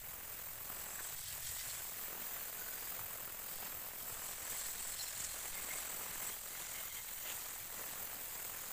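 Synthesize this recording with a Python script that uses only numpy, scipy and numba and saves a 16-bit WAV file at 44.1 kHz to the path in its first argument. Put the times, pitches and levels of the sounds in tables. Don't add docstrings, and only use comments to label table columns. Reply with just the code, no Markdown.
import sys
import numpy as np
from scipy import signal
from scipy.fft import rfft, irfft, next_fast_len
from scipy.io import wavfile
from scipy.ndimage import uniform_filter1d
from numba import njit

SR = 44100
rng = np.random.default_rng(int(sys.argv[2]) if len(sys.argv) > 2 else 0)


def how_loud(loudness_db):
    steps = np.asarray(loudness_db, float) / 20
    return 10 ** steps


def store_wav(level_fs):
    pcm = np.round(np.clip(np.atleast_2d(level_fs), -1, 1) * 32767)
    wavfile.write(sys.argv[1], SR, pcm.T.astype(np.int16))


N = 384699
TIME = np.arange(N) / SR
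BLOCK, FRAME = 256, 1024

# (frequency [Hz], density [dB per Hz])
AIR_TONE = [(5200, -13.5), (5700, -14.5), (6500, -11), (9000, -10.5), (10000, -10.5), (12000, -8.5),
            (13200, -5), (14600, -4), (15100, 0), (15500, -2)]


def curves(table):
    s, *columns = np.transpose(table)
    return [np.interp(TIME, s, c) for c in columns]


def bumps(table):
    s, length, *columns = np.transpose(table)
    control_time = TIME[::BLOCK]
    bell = np.exp(-2 * ((control_time[:, None] - s) / length) ** 2)
    return [np.interp(TIME, control_time, bell @ c) for c in columns]


def walk(rate):
    hold = int(SR / rate)
    stairs = np.repeat(rng.standard_normal(N // hold + 1), hold)
    slewed = uniform_filter1d(uniform_filter1d(stairs, hold), hold)
    return 1.02 * slewed[:N]


def colour(x, points, lo_hz, hi_hz, soft=0.14):
    size = next_fast_len(N)
    log_hz = np.log(np.maximum(np.arange(size // 2 + 1) * SR / size, 1e-3))
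    hz, db = np.transpose(points)
    above_low = 1 + np.tanh((log_hz - np.log(lo_hz)) / soft)
    below_high = 1 - np.tanh((log_hz - np.log(hi_hz)) / soft)
    gain = how_loud(np.interp(log_hz, np.log(hz), db)) * np.sqrt(0.25 * above_low * below_high)
    y = irfft(rfft(x, size) * gain, size)[:N]
    return y / np.std(y)


@njit
def svf(x, hz, width):
    y, b, l = np.empty(len(x)), 0., 0.
    for i in range(len(x)):
        g, k = np.tan(np.pi * hz[i] / SR), width / hz[i]
        v = (b + g * (x[i] - l)) / (1 + g * (g + k))
        b, l, y[i] = 2 * v - b, l + 2 * g * v, k * v
    return y


def ring(x, hz, width_hz):
    hz = hz + np.zeros(len(x))
    y = svf(svf(x, hz, 1. * width_hz), hz, 1. * width_hz)
    return y / np.std(y)


def hand():
    # (time [s], contact [dB])
    flatness = [(0.0, 0.5), (0.93, 2.1), (1.3, -4), (1.74, -4.5), (2.11, 2.5), (2.55, 0.8), (3.83, 1.3),
                (3.92, -1.1), (4.08, 2.5), (5.01, -1.6), (5.59, 2.5), (6.03, 2.5), (6.82, -0.5),
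                (6.98, -1.5), (7.07, -0.2), (8.0, 2), (8.09, 1), (8.72, 0.7)]
    # (time [s], nearness to the stiff foot of the bowl [dB], pressure [dB])
    hand_moves = [(0.0, -3, -7), (0.65, -1.5, -5), (0.88, 1.5, -2.5), (1.67, 2, 4), (1.97, -1.7, -0.8),
                  (2.97, -2.7, -0.6), (3.34, -1, -5), (3.64, -1, 2), (3.8, -3, -3.7), (4.38, 3.7, -0.1),
                  (4.54, 5.5, 4), (6.24, 2.5, 1.2), (6.4, 0, -1.5), (6.77, 1.5, 2), (7.14, -3.5, -0.5),
                  (7.3, 0.5, 2), (7.53, 0, -1.7), (8.72, -0.2, -0.5)]
    # (middle [s], length [s], change [dB])
    digs = [(0.351, 0.14, 1.0), (1.029, 0.07, 2), (1.379, 0.07, -1.5), (1.473, 0.033, 2.2),
            (1.753, 0.05, 1.2), (2.502, 0.1, -0.5), (2.829, 0.1, 1.2), (4.138, 0.041, 2), (4.255, 0.059, 2),
            (4.769, 0.07, -0.5), (5.05, 0.07, -0.5), (5.143, 0.039, -4), (5.237, 0.043, -0.5),
            (5.775, 0.18, 1.9), (6.265, 0.11, 2.5), (6.897, 0.07, -1.5), (7.107, 0.068, 1.7),
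            (7.879, 0.14, 1.8)]
    # (middle [s], length [s], change [dB])
    rocks = [(0, 0.066, -7), (.538, 0.074, -2.2), (.97, 0.016, -1.5), (1.165, 0.025, -3.),
             (1.239, 0.061, -2.5), (1.356, .05, 3.5), (1.445, .04, -1), (1.53, .05, 2), (1.66, 0.033, 3.5),
             (1.8, .06, 2.5), (2.515, 0.045, -2.5), (2.98, 0.054, 2), (3.39, .05, -0.2), (3.577, 0.03, -4),
             (4.29, .04, 1.5), (4.365, .04, -2), (4.49, .04, 0.5), (5.003, .06, -0.5), (5.21, .04, 1),
             (5.285, 0.047, -4), (5.447, 0.046, 2.2), (5.517, .04, -4), (6.406, 0.069, -4),
             (6.51, .05, -2.5), (6.61, 0.028, 2.5), (6.91, 0.031, -6), (7.045, 0.057, -5),
             (7.177, 0.064, -5.5), (7.295, .05, 2.5), (7.645, 0.13, -3), (7.8, 0.052, 3.5)]
    # (time [s], bend [dB])
    bending = [(0, 1.5), (1.1, -3), (1.45, 1), (1.85, -0.5), (2.3, 6), (3.8, 1), (4.9, -3.5), (5.1, 4.5),
               (5.4, 4.5), (6.2, -1), (6.45, 4.5), (7.4, 6), (7.9, 2), (8.72, 6)]
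    nearness, pressure = np.array(curves(hand_moves)) + bumps(digs)[0]
    return np.array([curves(flatness)[0], nearness, pressure, bumps(rocks)[0], curves(bending)[0]])


def answer(law, grip):
    return law[0] + np.array(law[1:]) @ grip


def grit(turn, bite, end_db, wobble_db, lag, bite_db, patch_db, tear_db):
    angle = 2 * np.pi * (turn - lag)
    db = end_db * np.cos(2 * angle) + wobble_db * np.cos(angle - 2.5)
    db = db + bite_db * bite + patch_db * walk(25) + tear_db * walk(500)
    return how_loud(db) * rng.standard_normal(N)


def bowl(turn, bite, grip):
    # (frequency [Hz], density [dB per Hz])
    wall_tone = [(130, 2), (280, -5), (660, -1), (1900, -1), (2400, -2.5), (4500, -3), (5300, -3.5),
                 (6500, -2.5)]
    # (middle [s], length [s], tipping [dB])
    tips = [(1.19, .05, 3.5), (1.275, 0.059, 6.5), (1.47, .04, 5.5), (1.6, .03, 6.5), (1.7, 0.029, 3),
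            (4.62, .08, 3), (4.92, .05, 1.5), (5.0, 0.055, 3.5), (5.14, 0.083, 2), (5.27, .04, -1),
            (5.54, 0.026, 3.5), (6.67, .04, 2.5), (7.09, 0.027, 2.2), (7.28, 0.077, 2.2)]
    # (level [dB], then dB per dB of contact, nearness, pressure, rocking, bend)
    boom_law = (-65, 1.5, -0.47, 0.64, 1.35, -0.14)
    low_law = (-59, 1.03, -0.2, 0.37, 1.15, -0.06)
    upper_law = (-57.5, 0.42, 0.09, 0.44, .6, 0.12)
    scrape_law = (-58, -0.05, 0.19, 0.57, 0.17, 0.11)
    # (boom, low rasp, upper rasp, scrape [dB per dB])
    tip_shares = (-1.1, -0.25, 0.32, 0.76)
    tip = bumps(tips)[0]
    laws = (boom_law, low_law, upper_law, scrape_law)
    boom_db, low_db, upper_db, scrape_db = (
        answer(law, grip) + share * tip for law, share in zip(laws, tip_shares))

    tear = grit(turn, bite, end_db=2.5, wobble_db=0.5, lag=0., bite_db=0.1, patch_db=0.3, tear_db=3.0)
    fine = grit(turn, bite, end_db=1.45, wobble_db=1.0, lag=0., bite_db=0.5, patch_db=1.65, tear_db=1.0)
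    mixed = 0.59 * tear + 0.83 * fine
    edge = grit(turn, bite, end_db=0.93, wobble_db=0.7, lag=-0.1, bite_db=0.55, patch_db=0.4, tear_db=1.6)

    boom = how_loud(boom_db - 0.8) * colour(tear, wall_tone, 154.0, 510, soft=0.098)
    low_rasp = how_loud(low_db) * colour(tear, wall_tone, 553, 1395, soft=0.12)
    upper_rasp = how_loud(upper_db - 0.62) * colour(mixed, wall_tone, 1513, 2940, soft=0.1)
    scrape = how_loud(scrape_db + 0.27) * colour(edge, wall_tone, 2980, 6340, soft=0.06)
    return boom + low_rasp + upper_rasp + scrape


def paper(turn, bite, grip):
    # (frequency [Hz], width [Hz], level [dB])
    pad_modes = [(7160, 1250, -2), (7900, 1550, 0.6)]
    # (level [dB], then dB per dB of contact, nearness, pressure, rocking, bend)
    lower_law = (-61.5, -0.85, 0.77, 0.36, 0.9, 1.5)
    upper_law = (-55.5, .05, 0.74, 0.64, -0.06, -0.14)
    hiss_law = (-56.5, 0, 0.25, 0.28, 0.23, .01)
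    finest_law = (-50, 0.46, -0.77, 0.42, 0.56, -0.23)
    ring_rise = (-0.0014, 0.0051)

    hiss = grit(turn, bite, end_db=1.1, wobble_db=0.1, lag=-0.025, bite_db=0.54, patch_db=0.77, tear_db=2.0)
    finest = grit(turn, bite, end_db=1.5, wobble_db=-0.2, lag=0., bite_db=0.8, patch_db=1.2, tear_db=2.2)
    out = how_loud(answer(hiss_law, grip) + 3.5) * colour(hiss, AIR_TONE, 5460, 12150, soft=0.1)
    out = out + how_loud(answer(finest_law, grip) + 2.4) * colour(finest, AIR_TONE, 12340, 16150, soft=0.054)

    opened = np.maximum(grip[-1], 0)
    for (hz, width_hz, db), law, rise in zip(pad_modes, (lower_law, upper_law), ring_rise):
        pad = grit(turn, bite, end_db=1.4, wobble_db=0.5, lag=-0.088, bite_db=0.56, patch_db=1.4, tear_db=1.5)
        drift = 1 + 0.006 * walk(5)
        out = out + how_loud(answer(law, grip) + db) * ring(pad, hz * (drift + rise * opened), width_hz)
    return out


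def lathe(turn, bite, grip):
    # (frequency [Hz], density [dB per Hz])
    bed_tone = [(1.8, -34), (3.0, -5), (16, -17), (37, -7.5), (102, -10.5), (300, -11.5), (390, -43),
                (660, -120)]
    # (spindle order, peak level [dB], phase [turns])
    orders = [(1, -71, 0.34), (2, -69.5, 0.18), (3, -99, 0.097), (4, -83, 0.031)]
    # (middle [s], length [s], rumble [dB], sway [dB])
    leans = [(.1, .1, 0.5, 7.), (1.296, 0.092, 3, -2.), (1.55, 0.34, 6, 16), (3.01, .07, 9, 4),
             (3.13, .07, 3, -3.), (3.42, .1, -2.2, 12.), (4.15, .1, 2, 12), (4.9, .2, -1.5, 6),
             (5.225, 0.087, 7.5, 5), (5.58, .12, 3, 11.), (6.19, .1, 3.5, 7.), (6.46, .1, -1.5, -4.),
             (7.08, .15, -5., -8.), (7.65, .1, 1, -2), (7.8, .1, .6, 11.), (8.33, 0.16, -1, .6)]
    # (level [dB], then dB per dB of contact, nearness, pressure, rocking, bend)
    rumble_law = (-67, -0.46, 0.02, -0.15, 0, -0.3)
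    sway_law = (-70, 1.8, -0.7, 1.5, -5, -3.2)
    rumble_lean, sway_lean = bumps(leans)
    rumble_db = answer(rumble_law, grip) + rumble_lean
    sway_db = answer(sway_law, grip) + sway_lean

    shake = np.zeros(N)
    for order, db, phase in orders:
        shake += how_loud(db + 1.8 * walk(2.2)) * np.cos(2 * np.pi * (order * turn + phase))
    knock_db = 1.5 * np.cos(4 * np.pi * turn) + 0.8 * walk(15) + 1.4 * bite
    knock = how_loud(knock_db) * rng.standard_normal(N)
    rumble = how_loud(rumble_db - 0.65) * colour(knock, bed_tone, 56.4, 144.5, soft=0.092)
    sway = how_loud(sway_db - 1) * colour(rng.standard_normal(N), bed_tone, 2.5, 20)
    hum = how_loud(-75) * colour(rng.standard_normal(N), bed_tone, 20, 50)
    push = np.exp(-((TIME - 5.0) / 0.38) ** 2)
    strain = how_loud(-68) * push * np.sin(2 * np.pi * 71.5 * TIME)
    return shake + sway + hum + strain + rumble


def squeaks(bite):
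    # (middle [s], length [s], pitch [Hz], level [dB])
    squeals = [(.98, 0.3, 7750, -54), (1.622, 0.049, 2050, -59), (1.707, 0.024, 4370, -53),
               (2.65, .17, 1500, -59.5), (2.75, 0.26, 4820, -65), (3.58, .22, 4760, -64),
               (4.635, 0.066, 4300, -59), (4.936, .03, 4270, -61), (5.003, 0.027, 4250, -46),
               (5.037, 0.021, 7340, -47), (5.055, 0.13, 5400, -58), (5.067, .03, 4150, -55),
               (5.21, .025, 4230, -59), (5.25, .03, 5550, -61), (5.294, 0.1, 4230, -58),
               (5.585, 0.09, 2100, -54), (5.746, 0.12, 2130, -56.5), (6.094, .12, 2160, -62),
               (6.253, 0.092, 2100, -56.5), (6.31, 0.072, 3200, -61), (6.607, .19, 2070, -62),
               (6.78, 0.073, 2150, -56.5), (6.78, .08, 3070, -57), (6.93, 0.12, 3160, -61),
               (6.94, 0.15, 2120, -59), (7.117, .054, 2160, -62), (7.223, 0.088, 3060, -59),
               (7.27, 0.17, 2110, -61)]
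    # (middle [s], length [s], pitch [Hz], level [dB])
    snags = [
        (0.994, 0.013, 1530, -47.5),
        (5.206, 0.0089, 7200, -44),
        (5.246, 0.014, 7100, -43),
        (7.29, .07, 2780, -52),
    ]
    out, waver = np.zeros(N), walk(20)
    slip = how_loud(2.6 * walk(60) + bite) * rng.standard_normal(N)
    for events, width in ((squeals, 0.078), (snags, 0.45)):
        for s, length, hz, db in events:
            near = np.abs(TIME - s) < 1.5 * length
            swell = np.exp(-2 * ((TIME[near] - s) / (0.75 * length)) ** 4)
            pitch_hz = hz * (1 + 0.007 * waver[near])
            out[near] += how_loud(db) * swell * ring(slip[near], pitch_hz, width * hz)
    return out


def spindle():
    # (time [s], lead over a steady spindle [turns])
    spindle_lead = [(0, 0.081), (1.7, -0.0084), (3.03, 0.072), (3.41, -0.062), (4.2, -0.11), (4.93, -0.18),
                    (6.07, -0.022), (8.34, 0.036), (8.72, -0.065)]
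    turn_hz = 21.36
    return turn_hz * TIME + curves(spindle_lead)[0]


def wall_echo(sanding):
    # (time [s], pitch [Hz], depth [0-1])
    notches = [(0, 5600, 0.45), (1.1, 5600, 0.25), (1.5, 6260, 0.25), (2.1, 5530, 0.4), (3, 5630, 0.6),
               (4.05, 5900, 0.4), (4.4, 5300, 0.14), (5.1, 6000, .3), (5.4, 5300, .5), (6.4, 5320, 0.4),
               (7.2, 5160, 0.7), (7.5, 5300, 0.3), (8.2, 5700, 0.5), (8.72, 5700, .6)]
    notch_hz, depth = curves(notches)
    return sanding - np.clip(depth, 0, 0.9) * svf(sanding, notch_hz, 560.)


def scene():
    turn, bite, grip = spindle(), walk(60), hand()
    sanding = wall_echo(bowl(turn, bite, grip) + paper(turn, bite, grip))
    mono = sanding + lathe(turn, bite, grip) + squeaks(bite)
    return np.array([mono, mono])


def patchy(x, spread_db, band_bins):
    hz, _, cells = signal.stft(x, SR, nperseg=FRAME)
    error = rng.standard_normal((len(hz) // band_bins + 1, cells.shape[-1] // 2 + 1))
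    error = np.repeat(np.repeat(error, band_bins, axis=0), 2, axis=1)
    error = error[:len(hz), :cells.shape[-1]]
    gain = how_loud(spread_db * error * np.clip(hz / 3000, 0, 1)[:, None])
    return signal.istft(cells * gain, SR, nperseg=FRAME)[1][..., :N]


def flutter(dry):
    n = np.arange(N)
    ripple_db = 0.81 * np.cos(2 * np.pi * (n - 190) / BLOCK)
    depth = rng.exponential(size=N // FRAME + 1)[n // FRAME]
    dip_db = -1.8 * depth * np.exp(-((n % FRAME - 570) / 70) ** 2)
    bass = signal.sosfiltfilt(signal.butter(2, 1200, fs=SR, output="sos"), dry)
    return bass * how_loud(1.5 * ripple_db) + (dry - bass) * how_loud(ripple_db + dip_db)


def split_frames():
    # (time [s], low edge [Hz], high edge [Hz], level [dB])
    splits = [(7.172, 6300, 7700, -58), (7.172, 10300, 12500, -57), (7.172, 13100, 15500, -50),
              (8.054, 6300, 7700, -58), (8.054, 13100, 14600, -55), (8.449, 4200, 5800, -60)]
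    out = np.zeros((2, N))
    for s, lo_hz, hi_hz, db in splits:
        frame = np.cos(np.pi / 2 * np.clip((TIME - s) * SR / FRAME / 0.4, -1, 1))
        side = how_loud(db) * frame * colour(rng.standard_normal(N), AIR_TONE, lo_hz, hi_hz, soft=0.005)
        out += np.array([side, -side])
    return out


def roll_off(x):
    return signal.sosfilt(signal.butter(12, 16850, fs=SR, output="sos"), x)


def record(dry):
    dry = patchy(dry, spread_db=1.28, band_bins=6)
    out = flutter(dry) + 0.0004 + split_frames()
    size = next_fast_len(N)
    below_top = np.arange(size // 2 + 1) * SR / size < 15495
    out = irfft(rfft(out, size) * below_top, size)[:, :N]
    return roll_off(out)


dry = scene()
out = record(dry)
store_wav(out)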